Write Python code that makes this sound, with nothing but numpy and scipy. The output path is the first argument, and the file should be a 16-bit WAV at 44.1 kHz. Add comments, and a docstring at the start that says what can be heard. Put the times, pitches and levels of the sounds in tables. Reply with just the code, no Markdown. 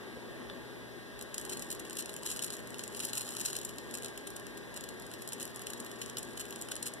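"""Plasma arc on a workbench

A small plasma flame burns on a wire tip; a lamp tube is brought to it and the arc spits and sizzles.
Each spit is a burst of tiny random discharges, echoed by the bench and the room, after one dull knock and a tick.
A cooling fan adds shaped noise and lines at multiples of its shaft rate, and the mains adds a steady hum.
Two microphone ports hear it, and each channel subtracts the delayed sound of the other port."""
import sys
import numpy as np
from scipy import signal
from scipy.fft import rfft, irfft
from scipy.io import wavfile
from scipy.ndimage import uniform_filter1d

SR = 44100
rng = np.random.default_rng(int(sys.argv[2]) if len(sys.argv) > 2 else 0)


def waveform_to_disk(signal):
    """Save audio, clipped to [-1, 1], as 16-bit WAV at the path in sys.argv[1]."""
    frames = np.transpose(np.atleast_2d(signal))
    scaled = np.clip(frames, -1, 1) * 32767
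    samples = np.round(scaled).astype(np.int16)
    wavfile.write(sys.argv[1], SR, samples)


def volts_from_decibels(level):
    """Turn decibel levels (scalar or array-like) into linear amplitude factors."""
    exponent = np.asarray(level, float) / 20
    return 10 ** exponent


N = 308700

# loud and lone spits of the arc: start_s [s], level_db [relative dB], length_ms [ms],
# low_db [dB, weight of the lower crackle]
SPITS = [(1.191, -47.5, 1.2, 10.5), (1.2112, -38.5, 1.8, 0), (1.224, -38, 1.7, -11), (1.3422, -36, 4.3, 0),
         (1.38, -29.5, 2, -2.5), (1.397, -41, 1.7, -3), (1.4137, -35, .3, -5), (1.45, -37, 2.2, -3),
         (1.4935, -37.5, 6.5, -1), (1.5133, -43, 1.5, 4), (1.5214, -38.5, 13.4, 1),
         (1.5694, -39.5, 4.4, -3), (1.594, -37, 1.9, -4), (1.622, -35, 1.8, -1), (1.7025, -34, 3, -6),
         (1.711, -37.5, 7.6, -3), (1.724, -37, 4.3, -7), (1.7487, -42, 1.8, 0), (1.794, -42, 6.3, -3),
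         (1.851, -44.5, 1.2, 6), (1.8974, -38, 0.62, -1), (1.9078, -38, .6, 2), (1.93, -37.5, 1.4, -1),
         (1.9539, -44, 1.5, 1), (1.968, -36, 3.9, 1), (1.9842, -36, 9.4, -0.5), (1.997, -37.5, 11.6, -6),
         (2.0224, -38, 2.2, -1), (2.058, -37.5, 1.5, 2), (2.093, -42, 2.2, 8), (2.132, -45, 1.5, -6),
         (2.14, -34.5, 0.31, -4), (2.1641, -36.5, 1.1, 1), (2.233, -37, 0.55, 3), (2.2617, -37, 1.8, 3),
         (2.2722, -35.5, 1.7, 1), (2.2916, -42, 14, 0), (2.3135, -32, 3.4, -3), (2.362, -38.5, 1.7, 5),
         (2.3682, -37.5, 3.9, -4), (2.3922, -35.5, 1.5, 5), (2.4225, -31, 4.5, -5), (2.436, -34, 1.5, 2),
         (2.442, -32.5, 4.3, -4), (2.462, -41, 3.9, -8), (2.481, -42, 0.65, 7), (2.504, -29.5, 0.32, -3),
         (2.523, -41, 1.3, 3), (2.538, -42, 1.4, 4), (2.568, -34.5, 0.27, -12), (2.672, -42, 2.4, -6),
         (2.7043, -42, 0.9, -5), (2.743, -43.5, 0.85, 11), (2.7827, -44, 1.5, -4),
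         (2.7925, -36.5, 1.65, 6.5), (2.836, -38.5, 3.7, 1.5), (2.878, -33.5, 0.29, -4),
         (2.9475, -39.5, 1.5, 6), (2.962, -43, 13, -4), (2.9932, -35, 1.4, -4), (3.0008, -36, 5.2, 6.5),
         (3.025, -41, 22, 0), (3.049, -30, 4.3, -11), (3.0686, -39, 1.7, -5), (3.0874, -39, 1.3, 3),
         (3.0942, -44, 1.5, 10), (3.132, -33.5, 3.2, 4), (3.1516, -35.5, 2.9, -0.5),
         (3.171, -33, 11.4, -1.5), (3.1937, -37, 2.9, -6), (3.208, -36, 4.7, -1), (3.216, -37, 1.4, -7),
         (3.279, -45, 0.97, 12), (3.2897, -39, 1.7, 4), (3.3075, -41, 1.5, -3), (3.322, -43, 1.5, 2),
         (3.35, -40, 1.4, 4), (3.366, -36.5, 3.5, 3.5), (3.3895, -41, 1.3, -3), (3.3974, -33, 1.2, -3),
         (3.404, -32, 1.3, -3), (3.41, -35, 5.9, 0), (3.4501, -32, 2.7, -2), (3.456, -29, 5.9, -1),
         (3.4766, -37, 1.2, -9), (3.48, -43, 9.3, 5), (3.5004, -42, 4.5, 4), (3.529, -36, 2.5, 3),
         (3.553, -38, 1.4, 8), (3.5632, -30.5, 3.8, -5), (3.5861, -38.5, 2.8, -4), (3.6135, -40.5, 1.5, 3),
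         (3.648, -33.5, 5.3, -16), (3.6884, -45.5, 6.4, 3), (3.784, -34.5, 0.44, 2.5),
         (3.911, -39, 0.57, -1), (3.939, -37.5, 4.6, 1), (3.9505, -36, 2.9, 2), (3.9729, -38, 1.3, -2),
         (3.984, -41, 1.3, -2), (4.023, -39, 1, 0), (4.0327, -40, 1.5, 2), (4.045, -37, 2.6, 2),
         (4.0587, -38, 2.1, 2), (4.082, -42.5, 1.9, 5), (4.1758, -40, 2, 4), (4.27, -41, 5.1, 1.5),
         (4.303, -43, 1.5, -2), (4.3607, -41, 6.2, -5), (4.397, -45, 1.4, -2), (4.4675, -43.5, 0.63, 10),
         (4.571, -50.5, 7.6, 7), (4.741, -46, 3.4, -1), (4.761, -43, 8, 2), (4.773, -38, 2.3, -2),
         (4.8083, -39.5, 1.5, -2), (4.8377, -42, 3.3, 4), (4.888, -40, 2, 3), (4.9979, -44, 1.5, -9),
         (5.022, -43.5, 0.25, 4), (5.065, -47, 1.5, 4), (5.1143, -43.5, 1.6, 5), (5.1362, -42.5, 3.2, 3),
         (5.22, -43, 2.9, 4), (5.275, -38.5, 2.8, -1), (5.288, -38, 2, -6), (5.32, -43, 5.6, 4),
         (5.331, -35.5, 3.5, -2), (5.399, -39, 1.5, 0), (5.406, -38, 2, 2), (5.412, -42.5, 8.6, 1),
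         (5.4274, -32, 1.7, -10), (5.452, -38, 2.5, -7), (5.477, -46, 1.4, 0), (5.56, -34, 1.1, -21),
         (5.5933, -44, 1.5, 0), (5.6165, -45, 3.9, 3), (5.6686, -32, 1.26, -1), (5.7006, -41.5, 4.3, 3),
         (5.734, -36.5, 0.76, 7), (5.8, -37.5, 3.5, -6), (5.847, -45.5, 1.5, 3), (5.862, -46.5, 4.5, 5),
         (5.914, -43, 1.6, 6), (6.015, -38.5, 6.4, 5.5), (6.061, -35, 0.36, -1), (6.0972, -39, 1.8, 1),
         (6.1699, -33, 1.5, 5), (6.1826, -34.5, 4, -5), (6.191, -39, 1.3, -3), (6.228, -37, 3.5, -10),
         (6.3738, -40, 3.9, 3), (6.3955, -38, 1.6, 0), (6.399, -42, 14, 4), (6.4535, -43.5, 1.6, 2),
         (6.506, -40.5, 2.8, -1), (6.5253, -42, 1.4, 7), (6.5597, -39.5, 0.82, 6), (6.5905, -49, 1.1, 2),
         (6.612, -38.5, 4.2, -5), (6.6223, -31.5, 0.52, -7), (6.6865, -38.5, 0.29, 8),
         (6.7135, -41, 1.3, 2), (6.7159, -35, 4.2, 5), (6.7546, -33, 0.44, -8), (6.7638, -35.5, 2.1, 0),
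         (6.826, -32, 4, -6), (6.8555, -37.5, 14.5, -0.5), (6.8739, -31, 0.44, -9),
         (6.8813, -36.5, 1.9, -4), (6.937, -35.5, 1.4, -11)]
# sizzle of small discharges, swelling while the lamp pins sit in the flame: time_s [s], level_db [relative dB]
SIZZLE = [(1.16, -82), (1.33, -67), (1.52, -51), (1.8, -61), (2.15, -57.5), (2.23, -53), (2.27, -39),
          (2.38, -50.5), (2.41, -54), (2.44, -53), (2.54, -49), (2.68, -63), (2.9, -58.5), (3.05, -46),
          (3.095, -47.5), (3.12, -62), (3.15, -45), (3.26, -51), (3.44, -46.5), (3.74, -60), (3.97, -61),
          (4.6, -68.5), (5.15, -62.5), (5.4, -59.5), (6.5, -58), (7, -63)]
# colour of one discharge: frequency_hz [Hz], level_db [relative dB]
ARC_COLOUR = [(1500, -6.5), (2500, -6), (4000, -3.5), (5800, -6.5), (7000, 0.5), (8500, -1), (10500, -1),
              (12300, -7), (14000, -10)]
# decay of the room: frequency_hz [Hz], t60_s [s, raised to 0.02 s where shorter]
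ROOM_DECAY = [(1500, 0.017), (4000, 0.2), (8000, 0.1), (13000, 0.078)]
# spectrum of the fan air in the room: frequency_hz [Hz], density_db [relative dB per Hz]
AIR_SPECTRUM = [(38, -33), (55, 13), (80, -8), (170, -3), (420, 2.5), (750, -9.5), (1350, -15),
                (1850, -6.5), (2500, -15), (4400, -16.5), (5200, -23), (7800, -27.5), (10900, -25),
                (12600, -29.5)]
# slow swell of the fan air: time_s [s], level_db [relative dB]
AIR_SWELL = [(0, -53), (.5, -51.5), (.8, -54.5), (1.1, -56), (1.5, -51.5), (2, -53.5), (3, -53),
             (4.5, -53.5), (6, -53), (7, -54)]
# resonances of the fan housing: frequency_hz [Hz], width_hz [Hz], boost_db [dB]
HOUSING_MODES = [(239.7, 22, 9.5), (360, 16, 6), (395.4, 17, 4)]
# fan orders: order [multiple of the shaft rate], first_db [relative dB, first port],
# second_db [relative dB, second port], lead_rad [rad, lead of the second port]
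FAN_ORDERS = [(5, -67, -69, -.65), (8, -66, -62, -1.1), (10, -63, -59, -.6), (12, -63, -73, -1),
              (14, -75, -68, -.7), (15, -70, -65, -2.1), (16, -67, -78, -1.6), (26, -73, -83, -.2),
              (28, -72, -78, -.4), (40, -61.5, -80, 2.9), (45, -68, -79, 1)]
# high orders from the motor windings: order [multiple of the shaft rate], level_db [relative dB, first port]
WINDING_ORDERS = [(82, -81), (86, -82), (90, -81), (94, -83), (98, -86), (253, -88), (257, -84), (261, -86)]
# drifting shaft rate, a little slower at the end: time_s [s], rate_hz [turns per s]
SHAFT_RATE = [(0, 40.6), (2.6, 40.63), (4.1, 40.53), (7, 40.51)]
# mains hum, one row: first_db, second_db [relative dB, each port], lead_rad [rad, lead of the second port]
MAINS_HUM = (-60, -64, -0.23)
# modes of the tick: frequency_hz [Hz], level_db [relative dB], t60_s [s]
TICK_MODES = [(1720, -7, 0.019), (3130, -10, 0.0073), (3550, -0.5, 0.012), (4280, -10, 0.011),
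              (8560, -12, .004)]
# response of the second port against the first: frequency_hz [Hz], gain_db [dB]
FAR_PORT = [(60, -4), (130, 6), (300, -6), (1000, 3), (3000, -10), (7000, -0.5), (13000, -0.5)]
# share of the other port that is subtracted: frequency_hz [Hz], gain_db [dB]
CROSS_SHARE = [(60, -0.5), (140, -8), (300, -14), (1000, -2), (3000, 0), (7000, -7), (13000, -14.5)]

LEAD_MS, LEAD_SHARE, LEAD_RISE_MS = 5, .05, 1.0  # faint sparks build up before each spit
SNAP_DB, SNAP_MS = 13, 1.5  # extra spark at the peak of a spit; weaker the longer the spit is against SNAP_MS
FLUTTER_DB, FLUTTER_MS = 1.6, 1.2  # a spit burns in uneven clumps
TOP_SLOPE, TOP_SPREAD_DB = -.4, 2.0  # louder spits are duller at the top (dB per dB), and each differs
BENCH_MS, BENCH_DB = 0.711, -8  # echo off the bench top
ARC_SHADE_DB = -3  # the arc at the second port
ROOM_DB = -10
TICK_S, TICK_DB = .4988, -34
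KNOCK_S, KNOCK_DB, KNOCK_HZ, KNOCK_T60_S = .1717, -32, 460, .03
MAINS_HUM_HZ = 120.1
PORT_MS = 0.4486  # travel time between the ports
RIGHT_TREBLE_DB = 3.0  # treble lift of the right channel
EDGE_HZ = 14100


def evened(x):
    """Normalisation: scales a signal to rms 1."""
    return x / np.sqrt(np.mean(x ** 2) + 1e-20)


def read(points, hz):
    """Interpolation: reads a spectrum on a log-frequency axis."""
    f, value = np.transpose(points)
    return np.interp(np.log(hz + 1), np.log(f + 1), value)


def curve(rows):
    """Interpolation: reads a curve of time at every sample."""
    s, value = np.transpose(rows)
    return np.interp(np.arange(N) / SR, s, value)


def shaped(x, response):
    """Linear filtering: multiplies the spectrum by a function of frequency."""
    return irfft(rfft(x) * response(np.fft.rfftfreq(N, 1 / SR)), N)


def drift(top_hz, count):
    """Superposition: slow sines of random phase make count wandering rows of rms 1."""
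    t = np.arange(0, N + 441, 441) / SR
    rows = 0
    for f in np.geomspace(.3, top_hz, num=24):
        rows = rows + np.sin(2 * np.pi * (f * t + rng.random((count, 1)))) / np.sqrt(f)
    return np.array([np.interp(np.arange(N) / SR, t, evened(row)) for row in rows])


def discharges(size, per_s, spread_db):
    """Shot noise: tiny sparks of uneven size at random times; the ports hear different parts of the flame."""
    happens = rng.random(size) < per_s / SR
    height = volts_from_decibels(spread_db * np.minimum(rng.exponential(1, size), 3)) * happens
    return height[..., None, :] * rng.standard_normal((*size[:-1], 2, size[-1]))


def spits():
    """Enveloped shot noise: bursts swell, hold and die, longer ones more gradually; gives three tone layers."""
    bright, low, top = np.zeros((3, 2, N + 1200))
    t = np.arange(1200) / SR * 1000 - LEAD_MS  # ms from the start of the spit
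    trains = discharges(size=(len(SPITS), len(t)), per_s=24000, spread_db=1.2)
    clumps = rng.standard_normal((len(SPITS), 1, len(t)))
    clumps = evened(uniform_filter1d(clumps, size=round(FLUTTER_MS / 1000 * SR), axis=2))
    trains = trains * volts_from_decibels(FLUTTER_DB * clumps)
    middle_db = np.median([row[1] for row in SPITS])
    chances = rng.standard_normal(len(SPITS))
    for (s, level_db, ms, low_db), train, chance in zip(SPITS, trains, chances):
        lead = LEAD_SHARE * np.exp(np.minimum(t, 0) / LEAD_RISE_MS)
        rise = np.clip(t / (.2 + .25 * ms), lead, 1)
        fall = np.exp(-np.maximum(t - ms, 0) / (.65 + .08 * ms))
        shape = np.sqrt(rise * fall)
        burst = shape * train / train.std()
        burst[:, np.argmax(shape)] += volts_from_decibels(SNAP_DB) * np.exp(-ms / SNAP_MS)
        # energy is set by level and length alone
        burst = burst * np.linalg.norm(shape) / np.linalg.norm(burst, axis=1, keepdims=True)
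        top_db = TOP_SLOPE * (level_db - middle_db) + TOP_SPREAD_DB * chance
        at = round((s - LEAD_MS / 1000) * SR)
        bright[:, at:at + len(t)] += volts_from_decibels(level_db) * burst
        top[:, at:at + len(t)] += volts_from_decibels(level_db + top_db) * burst
        low[:, at:at + len(t)] += volts_from_decibels(level_db + low_db) * burst
    return bright[:, :N], low[:, :N], top[:, :N]


def sizzle():
    """Clustered shot noise: small random spits modulate a dense train of discharges."""
    t = np.arange(1200) / SR * 1000 - LEAD_MS  # ms
    small = volts_from_decibels(7 * np.minimum(rng.exponential(1, N), 2)) * (rng.random(N) < 220 / SR)
    small = abs(signal.oaconvolve(small, np.exp(np.minimum(t / 0.34, -t / 1.34)))[:N])
    lit = np.arange(N) / SR > SIZZLE[0][0]
    level = lit * volts_from_decibels(curve(SIZZLE)) * np.sqrt(0.015 + small / small.mean())
    return level * evened(discharges(size=(N,), per_s=9000, spread_db=2.5))


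def arc():
    """Source and filter: spits and sizzle take the discharge colour and the comb of the bench reflection."""
    bright, low, top = spits()
    fizz = sizzle()

    def colour(hz):
        scatter = 1 / (1 + (hz / 10500) ** 6)  # the cluttered bench scatters the highest treble
        echo = 1 + volts_from_decibels(BENCH_DB) * scatter * np.exp(-2j * np.pi * hz * BENCH_MS / 1000)
        return volts_from_decibels(read(ARC_COLOUR, hz) + 6.0) * echo * hz ** 4 / (hz ** 4 + 1400 ** 4)

    high = lambda hz: 1 / (1 + (4800 / (hz + 1)) ** 4)
    airy = lambda hz: 1 / (1 + (10800 / (hz + 1)) ** 10)
    upper = shaped(bright + fizz, lambda hz: colour(hz) * high(hz) * (1 - airy(hz)))
    upper = upper + shaped(top + fizz, lambda hz: colour(hz) * airy(hz))
    lower = shaped(low + fizz, lambda hz: colour(hz) * (1 - high(hz)))
    return upper + lower


def tick():
    """Modal impact: something hard ticks once on the bench as a few decaying sines."""
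    t = np.maximum(np.arange(N) / SR - TICK_S, 0)
    return sum(volts_from_decibels(TICK_DB + db - 60 * t / t60) * np.sin(2 * np.pi * hz * t) for hz, db, t60 in TICK_MODES)


def knock():
    """Modal impact: one low decaying sine, struck once, makes a dull knock."""
    t = np.maximum(np.arange(N) / SR - KNOCK_S, 0)
    return volts_from_decibels(KNOCK_DB - 60 * t / KNOCK_T60_S) * np.sin(2 * np.pi * KNOCK_HZ * t)


def room(x):
    """Reverberation: sparse reflections of random sign, each band dying at its own speed."""
    taps = np.zeros((2, SR // 2))
    starts = np.arange(100, SR // 2 - 20, 20)
    at = starts + rng.integers(0, 20, (2, len(starts)))
    np.put_along_axis(taps, at, rng.choice([-1., 1.], at.shape), 1)
    hz, t, z = signal.stft(taps, SR, nperseg=128)
    t60 = np.maximum(read(ROOM_DECAY, hz), .02)
    tail = signal.istft(z * volts_from_decibels(-60 * t / t60[:, None]), SR, nperseg=128)[1]
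    return signal.fftconvolve(x, tail / np.linalg.norm(tail[0]), axes=1)[:, :N]


def fan_air():
    """Turbulence noise: a broad rush with drifting patches; the slow swell fades out towards the treble."""
    frames, hz = N // 1024 + 5, np.fft.rfftfreq(4096, 1 / SR)
    z = rng.standard_normal((frames, 2049, 5)).T
    patches = uniform_filter1d(uniform_filter1d(z[4], size=12, axis=0), size=3, axis=1)  # Hz, then time
    s, rush_db = np.transpose(AIR_SWELL)
    swell_db = np.interp(np.arange(frames) * 1024 / SR, s, rush_db) - rush_db.mean()
    housing_db = sum(db / (1 + (2 * (hz - centre_hz) / width) ** 2) for centre_hz, width, db in HOUSING_MODES)
    follows = 1 / (1 + (hz[:, None] / 1500) ** 2)
    spectrum_db = (read(AIR_SPECTRUM, hz) + housing_db)[:, None]
    z = (z[:2] + 1j * z[2:4]) * volts_from_decibels(spectrum_db + 1.3 * evened(patches) + follows * swell_db)
    air = signal.istft(z, nperseg=4096, noverlap=3072)[1][:, :N]
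    return volts_from_decibels(rush_db.mean() + 7.0) * evened(air)


def steady_tones():
    """Periodic forcing: lines at shaft multiples and the mains hum, wavering in level and phase."""
    shaft, out = np.cumsum(curve(SHAFT_RATE)) / SR, np.zeros((2, N))
    lines = [(order * shaft, *rest) for order, *rest in FAN_ORDERS]
    lines += [(order * shaft, db, db + 1.5, 0) for order, db in WINDING_ORDERS]
    lines.append((MAINS_HUM_HZ * np.arange(N) / SR, *MAINS_HUM))
    wavers, slips = drift(6, count=len(lines)), drift(3, count=len(lines))
    for (turns, first_db, second_db, lead), waver, slip in zip(lines, wavers, slips):
        phase = 2 * np.pi * (turns + rng.random()) + .8 * slip
        level = np.sqrt(2) * volts_from_decibels(2.0 * waver)
        out += level * np.array([volts_from_decibels(first_db) * np.sin(phase), volts_from_decibels(second_db) * np.sin(phase + lead)])
    return out


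def scene():
    """Diffraction: the second port is shaded, while long waves reach both alike."""
    near = arc() * volts_from_decibels([[0], [ARC_SHADE_DB]]) + (tick() + knock()) * np.array([[1], [.5]])
    first, second = near + volts_from_decibels(ROOM_DB) * room(near) + fan_air()
    alike = shaped(first, lambda hz: 0.5 / (1 + (hz / 500) ** 2))
    second = alike + shaped(second, lambda hz: volts_from_decibels(read(FAR_PORT, hz)))
    return np.array([first, second]) + steady_tones()


def roll_off(x):
    """The treble ends steeply here."""
    return signal.sosfilt(signal.butter(12, 16400, fs=SR, output="sos"), x)


def record(dry):
    """Pressure gradient: each channel is its port minus the delayed other; then hiss and band limits."""
    cross = lambda hz: volts_from_decibels(read(CROSS_SHARE, hz)) * np.exp(-2j * np.pi * hz * PORT_MS / 1000)
    pair = (dry - shaped(dry[::-1], cross)) * volts_from_decibels([[0], [-.8]])
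    pair[1] = shaped(pair[1], lambda hz: volts_from_decibels(RIGHT_TREBLE_DB / (1 + (5000 / (hz + 1)) ** 2)))
    pair = pair + volts_from_decibels(-83.0) * rng.standard_normal((2, N))  # preamplifier hiss

    def band(hz):
        edge = (1 + (hz / EDGE_HZ) ** 180) ** -.5
        skirt = volts_from_decibels(-22) / (1 + (hz / EDGE_HZ / 1.03) ** 16)  # faint remainder past the steep edge
        return (edge + skirt) * hz ** 3 / (hz ** 3 + 45 ** 3)

    return roll_off(shaped(pair, band))


dry = scene()
out = record(dry)
waveform_to_disk(out)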